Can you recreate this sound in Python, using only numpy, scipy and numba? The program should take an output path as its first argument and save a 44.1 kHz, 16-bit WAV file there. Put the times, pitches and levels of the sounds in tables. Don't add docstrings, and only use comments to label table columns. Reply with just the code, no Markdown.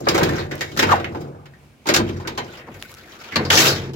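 import sys
import numpy as np
from numba import njit
from scipy import signal
from scipy.fft import rfft, irfft
from scipy.io import wavfile
from scipy.ndimage import map_coordinates

SR = 44100
rng = np.random.default_rng(int(sys.argv[2]) if len(sys.argv) > 2 else 0)


def transcribe(signal):
    frames = np.atleast_2d(signal).T
    limited = np.clip(frames, -1, 1)
    pcm = np.round(limited * 32767).astype(np.int16)
    wavfile.write(sys.argv[1], SR, pcm)


N = 174195


def amp(db):
    return 10 ** (np.asarray(db) / 20)


def at_hz(points, hz):
    table_hz, value = np.transpose(points)
    return np.interp(np.log(hz), np.log(table_hz), value)


def bump(hz, centre_hz, width_oct):
    return np.exp(-.5 * (np.log2(hz / centre_hz[:, None]) / width_oct) ** 2)


def air():
    # frequency in Hz, relative level in dB.
    colour = [(15, -48.5), (25, -11), (72, 3.5), (169, -4.5), (210, 2.5), (283, -4.5), (2020, -20),
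              (2190, -13), (3120, -21), (15700, -34)]
    # frequency in Hz, left-right likeness as a ratio.
    likeness = [(60, 0.92), (500, 0.75), (2000, 0.17), (15000, 0.13)]
    level_db, swell_db = -52.5, 1.5
    hz = np.maximum(np.fft.rfftfreq(N, 1 / SR), 10)
    mid, side = rfft(rng.standard_normal((2, N))) * amp(at_hz(colour, hz))
    alike = at_hz(likeness, hz)
    mid = np.sqrt(1 + alike) * mid
    side = np.sqrt(1 - alike) * side
    hush = irfft(mid + side * [[1], [-1]], N)
    swell = np.interp(np.arange(N), np.linspace(0, N, 30), rng.standard_normal(30))
    return amp(level_db + swell_db * swell) * hush / hush.std()


def ticks():
    # start in seconds, level in dB, pitch in Hz.
    rows = [(.555, -32, 9600), (2.825, -16.5, 1880), (2.917, -34, 4970), (2.941, -31.5, 5250),
            (2.949, -36, 5700)]
    decay_s = .0009
    out, t = np.zeros((2, N)), np.arange(400) / SR
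    for s, level_db, hz in rows:
        own, shared = rng.standard_normal((2, len(t))), rng.standard_normal(len(t))
        puff = own + shared + .5 * np.sin(2 * np.pi * hz * t)
        b, a = signal.butter(1, [hz / 3, 2 * hz], "band", fs=SR)
        puff = signal.lfilter(b, a, puff)
        out[:, int(s * SR):][:, :len(t)] += amp(level_db) * puff * np.exp(-t / decay_s)
    return out


def squeaks():
    # start in seconds, length in seconds before the fade, from Hz, to Hz, level in dB, roughness in dB.
    rows = [(.678, .04, 2220, 2210, -44, 3), (.9165, .024, 1220, 800, -10, 4),
            (2.677, .016, 1100, 700, -38, 4), (2.852, .007, 1480, 1500, -38, 1),
            (3.288, .026, 1380, 1370, -43, 2), (3.3215, .026, 2270, 2150, -35, 3),
            (3.322, .024, 1750, 1720, -38, 3)]
    attack_s, fade_s, rough_step_s = .00065, .006, .0026
    out = np.zeros(N)
    for s, length, from_hz, to_hz, level_db, rough_db in rows:
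        t = np.arange(int((length + 5 * fade_s) * SR)) / SR
        hz = from_hz + (to_hz - from_hz) * np.minimum(t / length, 1) ** 2
        rough = np.interp(t, np.arange(40) * rough_step_s, rng.standard_normal(40))
        shape = np.minimum(t / attack_s, 1) * np.exp(-np.maximum(t - length, 0) / fade_s)
        tone = np.sin(2 * np.pi * np.cumsum(hz) / SR)
        out[int(s * SR):][:len(t)] += amp(level_db + rough_db * rough) * shape * tone
    return out


def modes(count=720, size=3):
    # frequency in Hz, relative level in dB, time to fall 60 dB in seconds.
    panel = [(30.2, -32, 0.72), (48.1, -15, 1.36), (68.8, -22.5, 0.46), (81.4, -3, 0.52), (91.66, -2, 1.3),
             (109.6, -4, 0.97), (137.4, -2.5, 1.37), (169.7, 0, 0.79), (207.8, -1, 0.69), (228.4, -3, 0.72),
             (246.3, 1.5, 0.42), (293.2, 3, 0.48), (336.5, 4.5, 0.64), (376.3, -1.5, 0.77),
             (408.4, 3, 0.31)]
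    # frequency in Hz, relative level in dB per Hz.
    dense_colour = [(240, -30), (400, 1), (685, -6.5), (786, -5.5), (990, -5), (1070, -5), (1480, -3),
                    (5610, -11.5), (7290, -14.5), (8760, -27), (12100, -21), (15700, -25)]
    # frequency in Hz, typical time to fall 60 dB in seconds.
    dense_t60 = [(400, 0.64), (1000, 0.19), (2500, 0.19), (6000, 0.093), (15000, 0.094)]
    # frequency in Hz, time to fall 60 dB in seconds.
    dull_t60 = [(500, 0.12), (1500, .04), (8000, 0.015)]
    edges_hz = [430, 1500, 3500]
    split, neighbour_db = 0.04957, -2.5
    dull_share, t60_spread = .35, .15

    dense = (20.8 + 107.5 * (np.arange(count) + rng.random(count)) / count) ** 2
    low, low_db, low_t60 = np.repeat(panel, size, axis=0).T
    side = np.arange(len(low)) % size - 1
    low_hz = low * np.exp(split * side * rng.uniform(.5, 1.5, len(low)))
    hz = np.r_[low_hz, dense]
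    dense_db = at_hz(dense_colour, dense) + 5 * np.log10(dense)
    gain = amp(np.r_[low_db + neighbour_db * abs(side), dense_db])
    dull = np.r_[0 * low, rng.random(count) < dull_share]
    bright_t60 = at_hz(dense_t60, dense) * np.exp(t60_spread * rng.standard_normal(count))
    t60 = np.where(dull, at_hz(dull_t60, hz), np.r_[low_t60, bright_t60])

    part = np.searchsorted(edges_hz, hz)
    for k in set(part):
        gain[part == k] /= np.sqrt(np.sum(gain[part == k] ** 2) / 2)
    above_edge = 1 / (1 + (np.array(edges_hz)[::-1, None] / hz) ** 6)
    weights = np.diff(np.vstack([0 * hz, above_edge, 1 + 0 * hz]), axis=0)
    return hz, gain, t60, dull, weights


def knocks(hz, dull, weights, mode_spread_db):
    # start in seconds, top peak dB, treble dB, middle dB, bass dB (all before chatter loss),
    # strongest ring in Hz, its lift in dB, lift of the dull modes in dB.
    rows = [(0.0044, -36.5, -87, -40.5, -31.5, 694, 9.5, 15.5), (0.068, -39, -23, -18, -23, 1120, 6.5, 9.5),
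            (0.0854, -10.5, -15.5, -29.5, -23, 5060, 6.5, 11.5),
            (0.1443, -17, -23.5, -15.5, -21, 2200, 7, -8), (0.1774, -14.5, -23.5, -13, -23, 1160, -5, 9),
            (0.2091, -51, -18, -19.5, -17.5, 1140, 3, 2.5), (0.2307, -14, -20, -31, -32, 907, -4, 11.5),
            (0.2901, -25, -36, -26, -22.5, 1730, 9.5, 11.5), (0.391, -34, -54, -30, -33, 4300, 19, 8),
            (0.5105, -29.5, -30.5, -30.5, -34, 1870, 8.5, -23),
            (0.608, -16.5, -20.5, -27.5, -40.5, 1930, 5.5, 4.5),
            (0.7643, -35, -46, -36, -31, 1800, 12.5, 18), (0.7723, -14, -23.5, -32, -28.5, 1370, 10.5, 6.5),
            (0.7905, -9, -17.5, -21, -25, 1780, 6, 10), (0.8215, -15, -15.5, -22, -20.5, 896, 12.5, -20),
            (0.8876, -34.5, -26, -23.5, -32.5, 1280, 10, -1),
            (0.916, -22, -19.5, -13, -37.5, 1000, 6.5, 10.5),
            (0.9984, -34.5, -33.5, -34, -42, 805, -1, 11.5), (1.042, -40, -28, -39, -41, 2010, 0, 13.5),
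            (1.147, -40.5, -38.5, -28.5, -29, 840, 6.5, 7), (1.2065, -35.5, -47.5, -39.5, -39, 720, 8, -6),
            (1.4559, -45, -47, -53, -59, 1470, 7, 11.5), (1.5353, -54, -57, -57, -55, 1760, 18.5, -5),
            (1.8561, -33, -34, -32, -32.5, 871, 11, 1.5),
            (1.8682, -12.5, -25.5, -28.5, -23.5, 1330, 10, -7), (1.8875, -6.5, -13, -16.5, -21, 623, 8, 1),
            (1.9382, -3.5, -16.5, -19.5, -54, 2900, 2, 5.5), (1.9604, -7.5, -22.5, -23.5, -20, 1580, 6, 9),
            (1.9997, -32, -34, -26.5, -22.5, 950, 9.5, 9), (2.0886, -37.5, -38.5, -49.5, -28, 910, 12, 17),
            (2.1981, -39, -43.5, -41.5, -49, 930, 17, 4), (2.2495, -60, -37, -39.5, -34, 1420, 12.5, 8.5),
            (2.2727, -21, -28.5, -34.5, -41, 961, 12, 7.5), (2.3752, -19.5, -23, -25.5, -33.5, 980, 11, 2),
            (2.4851, -62, -52, -52, -48, 1530, 18.5, -9), (2.6796, -87, -58, -59, -38, 1110, 5, 24),
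            (2.7462, -55, -60, -46, -47, 940, -4, -14), (3.3212, -36, -40, -43, -34, 2070, 18, 6),
            (3.3577, -19.5, -21, -27, -19, 4400, 11.5, 16), (3.3895, -50, -43, -21, -26, 900, 0, 1),
            (3.4498, -27, -32, -28, -32, 4730, 13.5, 5), (3.5019, -7.5, -11, -20, -48, 3180, 5.5, 12.5),
            (3.5275, -13, -15, -21, -29, 3320, 12, 4.5), (3.5715, -11, -14, -35, -26.5, 5500, 10.5, 11),
            (3.934, -30, -52, -41, -29, 3000, 10, 3)]
    peak_over_rms_db, ring_width_oct = 6, 0.15
    contacts, contact_spread_db = 4, 4
    chatter_s, chatter_loss_db = .012, 3.5

    s, top_db, treble_db, mid_db, bass_db, ring_hz, lift_db, dull_db = np.transpose(rows)
    bands = np.stack([top_db - peak_over_rms_db, treble_db, mid_db, bass_db], axis=1)
    level = bands @ weights + np.outer(dull_db, dull)
    level += lift_db[:, None] * bump(hz, ring_hz, ring_width_oct)
    level += mode_spread_db * rng.standard_normal(level.shape)

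    step = np.arange(contacts) + rng.random((len(s), contacts)) - .5
    step[:, 0] = 0
    spread = contact_spread_db * rng.standard_normal(step.shape) * (step > 0)
    contact_db = spread - chatter_loss_db * (step + 1)
    times = s[:, None] + chatter_s / contacts * step
    db = level[:, None] + contact_db[:, :, None]
    return times.ravel(), db.reshape(-1, len(hz))


def rattle(curve, hz, dull, weights, mode_spread_db, count, density):
    per_s = 400 * density
    trim_db, dull_db = -14, 7
    touch_spread_db = 4
    patch_db, patch_oct, patch_touches = 9, .18, 5

    s, *bands = np.transpose(curve)
    times = s[0] + np.cumsum(rng.exponential(1, count)) / per_s
    band_db = np.stack([np.interp(times, s, b, right=-200) for b in bands], axis=1)
    level = band_db @ weights + trim_db - 10 * np.log10(density) + dull_db * dull
    level += touch_spread_db * (np.minimum(rng.exponential(1, (count, 1)), 3) - 1)
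    part = np.cumsum(rng.random(count) < 1 / patch_touches)
    part_hz = 600 * 2 ** rng.uniform(0, 3.5, count + 1)
    level += patch_db * bump(hz, part_hz[part], patch_oct)
    return times, level + mode_spread_db * rng.standard_normal(level.shape)


@njit(fastmath=True)
def ring(starts, kicks, fall, rise, left, right, size):
    out = np.zeros((2, size))
    for m in range(len(fall)):
        slow, fast, c = 0j, 0j, 0
        for i in range(size):
            while c < len(starts) and starts[c] <= i:
                slow += kicks[c, m]
                fast += kicks[c, m]
                c += 1
            slow *= fall[m]
            fast *= rise[m]
            out[0, i] += ((slow - fast) * left[m]).real
            out[1, i] += ((slow - fast) * right[m]).real
    return out


def turn_recorder(heard):
    # time in seconds, lag of the right port in ms (negative leads), left minus right in dB.
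    s, lag_ms, pan_db = np.transpose([(0, 0.44, 0), (2.449, 0.33, 0.3), (2.749, -0.085, 2),
                                      (3.95, -0.26, 0.6)])
    t = np.arange(N) / SR
    left, right = heard * amp(np.outer([.5, -.5], np.interp(t, s, pan_db)))
    lag = np.interp(t, s, lag_ms) * SR / 1000
    return np.stack([left, map_coordinates(right, [np.arange(N) - lag], order=3, mode="nearest")])


def gate():
    # time in seconds, top, treble, middle, bass in relative dB.
    loose = [(0.0, -49, -47, -42, -23.5), (0.12, -29, -34, -27, -32), (0.25, -32.5, -32.5, -23.5, -29),
             (0.41, -37.5, -33.5, -32, -39), (0.49, -50, -58, -41.5, -48), (0.63, -31, -38, -39.5, -45),
             (0.79, -47, -54, -48, -25), (0.91, -25, -23.5, -13, -42), (1.0, -48, -44, -42.5, -34.5),
             (1.22, -50.5, -62, -36.5, -35.5), (1.6, -102, -77.5, -56.5, -87),
             (1.9, -44.5, -47, -91.5, -48), (2.05, -40.5, -40.5, -38.5, -54), (2.29, -47, -54, -41, -34.5),
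             (2.49, -46, -45.5, -44.5, -67), (2.57, -44.5, -37.5, -40, -51), (2.66, -63, -48.5, -44.5, -44),
             (2.8, -43, -40, -43, -52), (2.87, -45.5, -47, -50.5, -68), (3.03, -49.5, -44.5, -50.5, -50),
             (3.23, -42, -42.5, -44, -58), (3.39, -40.5, -27.5, -34, -42), (3.5, -35, -51, -46, -33)]
    # time in seconds, top, treble, middle, bass in relative dB.
    slam = [(3.5, -28, -21, -31, -40), (3.504, -10.5, -22, -19, -23), (3.544, -7.5, -21, -17, -26),
            (3.578, -6.5, -12.5, -19.5, -23.5), (3.635, -6.5, -14, -17.5, -24.5),
            (3.676, -9.5, -17, -17, -24), (3.72, -20, -28, -26.5, -32), (3.78, -32.5, -31, -37.5, -37),
            (3.9, -48.5, -45, -43, -35.5)]
    # time in seconds, lift in dB.
    sheen = [(.3, 0), (.7, -1), (1.2, 1), (1.9, -3.5), (2.4, -2), (2.75, 12.5), (3.5, -5), (3.63, 2),
             (3.8, -2.5)]
    # frequency in Hz, rise time constant in seconds.
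    build_up = [(70, 0.013), (400, 0.002), (1500, 0.0012), (15000, 0.00035)]
    # frequency in Hz, share as a ratio.
    width = [(100, 0.021), (500, 0.17), (1500, 0.92), (5000, 0.95), (15000, 1)]
    sheen_hz, mode_spread_db = 8000, 3

    hz, gain, t60, dull, weights = modes()
    steel = hz, dull, weights, mode_spread_db
    strikes = [knocks(*steel),
               rattle(loose, *steel, count=1500, density=1),
               rattle(slam, *steel, count=700, density=4)]
    times, db = [np.concatenate(p) for p in zip(*strikes)]
    db = db + np.outer(np.interp(times, *np.transpose(sheen)), 1 / (1 + (sheen_hz / hz) ** 6))
    kicks = amp(db) * gain * np.exp(2j * np.pi * rng.random(db.shape))

    own = at_hz(width, hz) * np.exp(2j * np.pi * rng.random(len(hz)))
    power = np.sqrt(1 + abs(own) ** 2)
    left, right = (1 + own) / power, (1 - own) / power

    spin = 2j * np.pi * hz / SR
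    fall = np.exp(spin - np.log(1000) / (t60 * SR))
    rise = np.exp(spin - 1 / (at_hz(build_up, hz) * SR))
    order = np.argsort(times)
    starts = (times[order] * SR).astype(np.int64)
    return turn_recorder(ring(starts, kicks[order], fall, rise, left, right, N))


def scene():
    return air() + ticks() + squeaks() + gate()


def record(dry):
    ceiling, cutoff_hz = 1.15, 16450
    rounded = ceiling * np.tanh(dry / ceiling)
    low_pass = signal.cheby2(22, 70, cutoff_hz, fs=SR, output="sos")
    return signal.sosfilt(low_pass, rounded)


dry = scene()
out = record(dry)
transcribe(out)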